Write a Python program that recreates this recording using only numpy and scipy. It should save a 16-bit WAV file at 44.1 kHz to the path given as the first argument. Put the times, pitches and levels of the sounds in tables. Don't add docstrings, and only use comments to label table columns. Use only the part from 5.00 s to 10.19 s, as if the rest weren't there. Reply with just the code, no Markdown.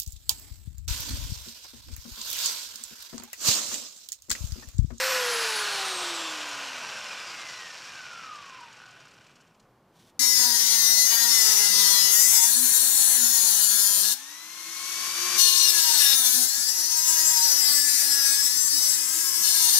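import sys
import numpy as np
from scipy import signal
from scipy.fft import rfft, irfft, next_fast_len
from scipy.io import wavfile
from scipy.ndimage import map_coordinates

SR = 44100
rng = np.random.default_rng(int(sys.argv[2]) if len(sys.argv) > 2 else 0)


def int16_out(signal):
    q = np.round(np.clip(np.atleast_2d(signal).T, -1, 1) * 32767)
    wavfile.write(sys.argv[1], SR, q.astype(np.int16))


def volts_from_db(level):
    exponent = np.asarray(level, float) / 20
    return 10 ** exponent


N = 229006

FULL_SPEED_HZ, SWITCH_OFF_S = 523.8, .104
RUBBING, OIL_DRAG, AIR_DRAG = 68.8, .0536, 4.743e-4
TEETH, BARS, DRUM_RATIO = 11, 23, .5

# (full-speed level [dB], slope [dB/octave slower], knee [octaves],
# extra slope past the knee [dB/octave])
ROTOR_LAW, TWICE_LAW = (-38, 28, 1.5, 40), (-60, 5, .55, 50)
TEETH_LAW, BARS_LAW = (-66, 0, 2.75, 22), (-52, 10, 1.6, 90)
AIR_LAW, RATTLE_LAW = (-32, 2, .5, 16.5), (-27, 10, 2.5, -1.5)
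GRIT_LAW, HISS_LAW = (-33, 9, 2.05, 7.5), (-35.5, 14, 2, -10)

# (frequency [Hz], density [dB per Hz])
HUM_COLOUR = [(12, -38), (20, -13), (60, -17.5), (125, -3), (300, -10), (700, -12), (1100, -14.5),
              (1600, -21), (2200, -26.5), (4500, -32.5), (8500, -39.5), (15800, -40.5)]
HUM_DB, SELF_NOISE_DB = -62, -82.5

# (time [s], housing looseness [dB], vents turned to the microphone [dB])
HAND_HOLD = [(0, 0.5, -1), (.1, 1, -3.5), (.34, 0, -2.5), (.67, -0.5, -0.5), (.95, -5.5, 1),
             (1.41, -1.5, -1), (1.75, -0.5, -1.5), (2.39, 0, 1.5), (2.76, -1, 1.5), (3.39, 2.5, -1),
             (4.22, 2.5, 0), (4.66, 6.5, -2)]
# (time [s], level [dB])
BELT_LEVEL = [
    (4.3, 3),
    (4.45, -0.5),
    (4.66, -9),
    (4.72, -63),
]

# (multiple of shaft speed [1], level against the rattle [dB])
FAINT_TONES = [(1.45, -15), (2.88, -12), (3.345, -10), (4, -11), (6.7, -13)]
# (multiple of shaft speed [1], fade time [s], level [dB])
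BAR_PARTNERS = [(24, 3.0, -63), (27, 1.4, -67), (46, 2.3, -81)]
# (frequency [Hz], width [Hz], gain [dB])
MOTOR_MOUNT = [(335, 90, 8), (400, 50, -5), (490, 55, 4), (770, 70, 13), (880, 90, 13), (1010, 50, 14)]
# (frequency [Hz], width [Hz], gain [dB])
GEAR_CASE = [(870, 60, -7), (960, 90, 12), (1080, 170, 6), (1230, 150, 15), (1390, 200, 10),
             (1530, 120, 10), (1860, 160, 11), (2060, 240, 11), (2500, 380, 13), (2980, 160, 9),
             (3550, 330, 14), (4330, 450, 14), (5000, 450, 16)]
# (frequency [Hz], width [Hz], gain [dB])
BRUSH_CAP = [(4050, 250, 7), (4650, 300, -6), (5120, 250, 12), (5750, 700, 7), (6800, 300, -3),
             (7550, 500, 9), (8400, 900, 8), (9450, 250, -9), (9900, 500, 12), (11050, 1100, 9),
             (12050, 400, 5)]

# (multiple of shaft speed [1], level [dB])
FAN_COLOUR = [(.3, -34.5), (1.2, -12), (1.6, -6), (2.4, -2), (3.2, -1), (4.5, -3.5), (6.5, -7), (9, -4.5),
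              (12, -7), (20, -13.5), (40, -25)]
# (multiple of shaft speed [1], width [1], gain [dB])
BLADE_WAKES = [(3.6, 0.42, 5), (10.6, 1, 5)]
# (frequency [Hz], width [Hz], gain [dB])
FAN_DUCT = [(4270, 1200, 3.5)]

# (frequency [Hz], density [dB per Hz])
RATTLE_COLOUR = [(88, -48), (150, -33.5), (201, -22.5), (550, -12.5), (736, -9), (1480, -2), (1730, -3),
                 (2020, -4), (3350, -8.5), (5440, -5), (15500, -34)]
# (frequency [Hz], width [Hz], gain [dB])
HOUSING = [(532, 110, 5.5), (1033, 42, 8.5), (1246, 34, 3.5), (1522, 200, 0), (1734, 110, -2),
           (2140, 120, -3), (2510, 280, 3.5), (2964, 670, 4.5), (3220, 230, -1), (4950, 600, 0),
           (5720, 680, 2), (6390, 500, 0.5), (7290, 1100, 4.5), (9586, 260, -4.5)]
SPLIT_HZ = 3780
# (frequency [Hz], density [dB per Hz])
BRUSH_COLOUR = [(3000, -34), (6000, -1), (8000, -1), (11000, -12.5), (14000, -19.5), (16000, -36)]
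# (frequency [Hz], width [Hz], gain [dB])
VENTS = [(9900, 550, 0.5), (12200, 800, 4)]

# (frequency [Hz], level [dB], t60 [s], shaft speed at which it shakes most [Hz])
BASE_PLATE = [(1483, -2.5, 0.038, 75), (1558, -3.5, 0.032, 254), (1257, -10, 0.037, 370),
              (2717, -2, 0.016, 245), (2430, -3.5, 0.021, 140), (5560, 1, 0.0077, 160),
              (4950, -7.5, 0.0073, 170)]
CRITICAL_DB, CRITICAL_SHARE = 7.5, .4

# (multiple of shaft speed [1], resonance [Hz], width [Hz], level [dB])
CROSSINGS = [(24, 4920, 450, -53.5), (2.62, 630, 110, -56), (16.4, 3480, 160, -54)]

# (time [s], peak level [dB])
SCRAPES = [(3.3333, -49.5), (3.352, -48), (3.415, -53), (3.455, -48), (3.4894, -50), (3.602, -48),
           (3.6294, -58), (3.724, -50), (3.7644, -52), (3.858, -53), (3.881, -55), (3.904, -51.5),
           (3.999, -54), (4.05, -55), (4.0781, -54), (4.107, -56), (4.136, -56), (4.1744, -60),
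           (4.212, -62), (4.2394, -58), (4.262, -55), (4.305, -58), (4.354, -54.5), (4.405, -54.5),
           (4.469, -61), (4.5436, -64), (4.595, -57.5), (4.625, -72)]
SCRAPE_S = .011
# (frequency [Hz], density [dB per Hz])
SCRAPE_COLOUR = [(1470, -39), (2500, -14), (3040, -2), (3780, -15), (4230, -2.5), (5660, -7.5),
                 (6580, -7.5), (15000, -33)]

# (time [s], peak level [dB])
TOUCH = [
    (4.9422, -59),
]
# (time [s], level [dB])
WIPE = [
    (4.92, -87),
    (4.954, -68),
    (5.084, -61.5),
    (5.1, -65),
    (5.118, -80.5),
    (5.14, -89),
]
# (frequency [Hz], density [dB per Hz])
PALM_COLOUR = [(880, -38.5), (1500, -8), (1990, -13), (2310, -7), (2800, -9), (3210, -3), (5040, -9),
               (5950, -7), (6620, -11), (10500, -15.5), (15500, -22)]

# (delay [s], level [dB])
ECHOES = [(.0061, -17.5), (0.014, -20.5), (0.027, -14.5), (0.048, -16.5)]


def rms_one(x):
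    return x / np.sqrt(np.mean(x ** 2) + 1e-20)


def bell(x, centre, width, power=2):
    return 1 / (1 + (2 * (x - centre) / width) ** power)


def in_time(rows, outside=None):
    s, *columns = np.transpose(rows)
    return [np.interp(np.arange(N) / SR, s, c, left=outside, right=outside) for c in columns]


def coloured(x, points, peaks=(), rate=SR):
    hz = np.fft.rfftfreq(len(x), 1 / rate) + 1e-3
    point_hz, point_db = np.transpose(points)
    shape_db = np.interp(np.log(hz), np.log(point_hz), point_db)
    for centre_hz, width_hz, top_db in peaks:
        shape_db = shape_db + top_db * bell(hz, centre_hz, width_hz)
    return irfft(rfft(x) * volts_from_db(shape_db), len(x))


def drift(rate):
    r = np.exp(-80 * np.pi * rate / SR)
    slow = signal.lfilter([1], [1, -2 * r, r * r], rng.standard_normal(N // 40 + 2002))[2000:]
    return np.interp(np.arange(N) / 40, np.arange(len(slow)), rms_one(slow))


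def tone(turns, multiple, flutter_db, wobble):
    phase = 2 * np.pi * multiple * turns + wobble * drift(28)
    return np.sqrt(2) * volts_from_db(flutter_db * drift(30)) * np.sin(phase)


def grains(per_s, spread_db):
    sizes = volts_from_db(spread_db * np.minimum(rng.exponential(1, N), 4)) * rng.standard_normal(N)
    return sizes * (rng.random(N) < per_s / SR)


def split_filter(kind):
    return signal.butter(4, SPLIT_HZ, kind, fs=SR, output="sos")


def shaft_speed():
    offset = OIL_DRAG / (2 * AIR_DRAG)
    scale = np.sqrt(RUBBING / AIR_DRAG - offset ** 2)
    coasting_s = np.maximum(np.arange(N) / SR - SWITCH_OFF_S, 0)
    angle = np.arctan((FULL_SPEED_HZ + offset) / scale) - AIR_DRAG * scale * coasting_s
    return np.maximum(scale * np.tan(angle) - offset, 0)


def sinking(shaft_hz, law, multiple=1, peaks=()):
    full_db, slope, knee, steeper = law
    octaves_slower = np.log2(FULL_SPEED_HZ / np.maximum(shaft_hz, 5))
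    level_db = full_db - slope * octaves_slower - steeper * np.maximum(octaves_slower - knee, 0)
    for hz, width_hz, top_db in peaks:
        level_db = level_db + top_db * bell(multiple * shaft_hz, hz, width_hz)
    return level_db


def surroundings():
    hum = rms_one(coloured(rng.standard_normal(N), HUM_COLOUR))
    return volts_from_db(HUM_DB + .7 * drift(3)) * hum


def whine(turns, shaft_hz, rattle_db):
    rotor_db = sinking(shaft_hz, ROTOR_LAW, 1, MOTOR_MOUNT)
    twice_db = sinking(shaft_hz, TWICE_LAW, 2, MOTOR_MOUNT)
    teeth_db = sinking(shaft_hz, TEETH_LAW, TEETH, GEAR_CASE)
    bars_db = sinking(shaft_hz, BARS_LAW, BARS, BRUSH_CAP)
    rotor = volts_from_db(rotor_db - 1) * tone(turns, 1, flutter_db=1.0, wobble=.35)
    rotor = rotor + volts_from_db(twice_db) * tone(turns, 2, flutter_db=2.0, wobble=.3)
    swing = 1 + .6 * np.cos(2 * np.pi * DRUM_RATIO * turns)
    teeth = volts_from_db(teeth_db - 1) * swing * tone(turns, TEETH, flutter_db=1.3, wobble=.5)
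    bars = volts_from_db(bars_db - 2) * tone(turns, BARS, flutter_db=3.0, wobble=.35)
    for multiple, fade_s, db in BAR_PARTNERS:
        fade_db = -30 * np.clip(np.arange(N) / SR / fade_s, 0, 3) ** 6
        bars = bars + volts_from_db(db + fade_db) * tone(turns, multiple, flutter_db=5.0, wobble=.5)
    faint = sum(volts_from_db(db) * tone(turns, multiple, flutter_db=4.0, wobble=.4) for multiple, db in FAINT_TONES)
    through_housing = coloured(faint, RATTLE_COLOUR, HOUSING)
    return rotor + teeth + bars + volts_from_db(rotor_db / 3 + rattle_db + 6) * through_housing


def fan(turns, shaft_hz):
    per_turn = 80
    noise = rng.standard_normal(next_fast_len(90000))
    air = coloured(noise, FAN_COLOUR, BLADE_WAKES, rate=per_turn)
    air = map_coordinates(air / np.std(air), [turns * per_turn], order=3, mode="wrap")
    softened_housing = [(hz, width_hz, 0.34 * db) for hz, width_hz, db in HOUSING]
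    air = coloured(air, [(100, 0), (16000, 0.0027)], softened_housing + FAN_DUCT)
    dying_db = 18 * np.log10(np.clip(shaft_hz / FULL_SPEED_HZ, .01, 1))
    return volts_from_db(sinking(shaft_hz, AIR_LAW) + dying_db + 0.83 * drift(5.0)) * rms_one(air)


def belt(turns, rattle_db, grit_db, hiss_db):
    throb = 1 + 0.061 * np.cos(2 * np.pi * .6 * turns)
    shaking = coloured(grains(12000, spread_db=1.5), RATTLE_COLOUR, HOUSING)
    rattle = rms_one(signal.sosfilt(split_filter("low"), shaking))
    grit = rms_one(signal.sosfilt(split_filter("high"), shaking))
    hiss = rms_one(coloured(grains(14000, spread_db=-2.0), BRUSH_COLOUR, VENTS))
    patchy = drift(22)
    low = volts_from_db(rattle_db - 4.5 + 0.37 * drift(16)) * rattle
    high = volts_from_db(grit_db - 6.0 + 0.98 * patchy) * grit
    high = high + volts_from_db(hiss_db - 6.5 + 0.5 * patchy) * hiss
    return low + throb * high


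def backlash(shaft_hz, rattle_db):
    knocks = grains(6 * shaft_hz, spread_db=1.5) / np.sqrt(shaft_hz + 20) + 1e-18
    rings = 0
    for hz, db, t60_s, critical_hz in BASE_PLATE:
        swell_db = CRITICAL_DB * bell(shaft_hz / critical_hz, 1, CRITICAL_SHARE)
        r, w = volts_from_db(-60 / (t60_s * SR)), 2 * np.pi * hz / SR
        ring = signal.lfilter([0, np.sin(w)], [1, -2 * r * np.cos(w), r * r], knocks)
        rings = rings + volts_from_db(db + swell_db) * ring
    rings = signal.sosfilt(signal.butter(4, [700, 6300], "band", fs=SR, output="sos"), rings)
    slack_db = -14 * shaft_hz / FULL_SPEED_HZ
    return volts_from_db(rattle_db + slack_db - 4.5) * rms_one(rings)


def crossings(turns, shaft_hz):
    out = np.zeros(N)
    for multiple, hz, width_hz, db in CROSSINGS:
        swell = bell(multiple * shaft_hz, hz, width_hz, power=4)
        out += volts_from_db(db) * swell * tone(turns, multiple, flutter_db=2.0, wobble=.3)
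    return out


def scrapes():
    gate, t = np.zeros(N), np.arange(N) / SR
    for s, peak_db in SCRAPES:
        age = np.clip((t - s) / SCRAPE_S, 0, 30)
        gate += volts_from_db(peak_db - 3.0) * 3 * age * np.exp(-1.6 * age ** 1.5)
    return gate * rms_one(coloured(grains(20000, spread_db=2.0), SCRAPE_COLOUR, HOUSING[9:]))


def palm():
    level_db, = in_time(WIPE, outside=-120)
    skin = rms_one(coloured(grains(15000, spread_db=-2.0), PALM_COLOUR))
    slide = volts_from_db(level_db + 1.3 * drift(40)) * skin
    tick = np.zeros(N)
    for s, peak_db in TOUCH:
        tick[round(s * SR)] = volts_from_db(peak_db + 8.0)
    return slide + signal.sosfilt(signal.butter(2, [7500, 13000], "band", fs=SR, output="sos"), tick)


def echoes(x):
    out = x.copy()
    for delay_s, db in ECHOES:
        lag = round(delay_s * SR)
        out[lag:] += volts_from_db(db) * x[:-lag]
    return out / np.sqrt(1 + sum(volts_from_db(2 * db) for delay_s, db in ECHOES))


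def scene():
    shaft_hz = shaft_speed()
    turns = np.cumsum(shaft_hz) / SR
    loose_db, facing_db = in_time(HAND_HOLD)
    rattle_db = sinking(shaft_hz, RATTLE_LAW) + loose_db
    grit_db = sinking(shaft_hz, GRIT_LAW) + facing_db
    hiss_db = sinking(shaft_hz, HISS_LAW) + 0.44 * facing_db
    pressed_db = -6 * (shaft_hz / FULL_SPEED_HZ) ** 2
    running_db, = in_time(BELT_LEVEL)
    running = volts_from_db(running_db)

    machine = fan(turns, shaft_hz) + belt(turns, rattle_db + pressed_db, grit_db + pressed_db, hiss_db)
    machine = machine + backlash(shaft_hz, rattle_db)
    mid = surroundings() + running * whine(turns, shaft_hz, rattle_db)
    mid = mid + echoes(running * machine + scrapes())
    mid = mid + crossings(turns, shaft_hz) + palm()
    side = volts_from_db(SELF_NOISE_DB) * rng.standard_normal(N)
    return np.array([mid + side, mid - side])


def low_pass(x):
    return signal.sosfilt(signal.butter(12, 16170, fs=SR, output="sos"), x)


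def record(dry):
    mix = signal.sosfilt(signal.cheby2(16, 40, 15800, fs=SR, output="sos"), dry)
    return low_pass(mix)


dry = scene()
out = record(dry)
int16_out(out)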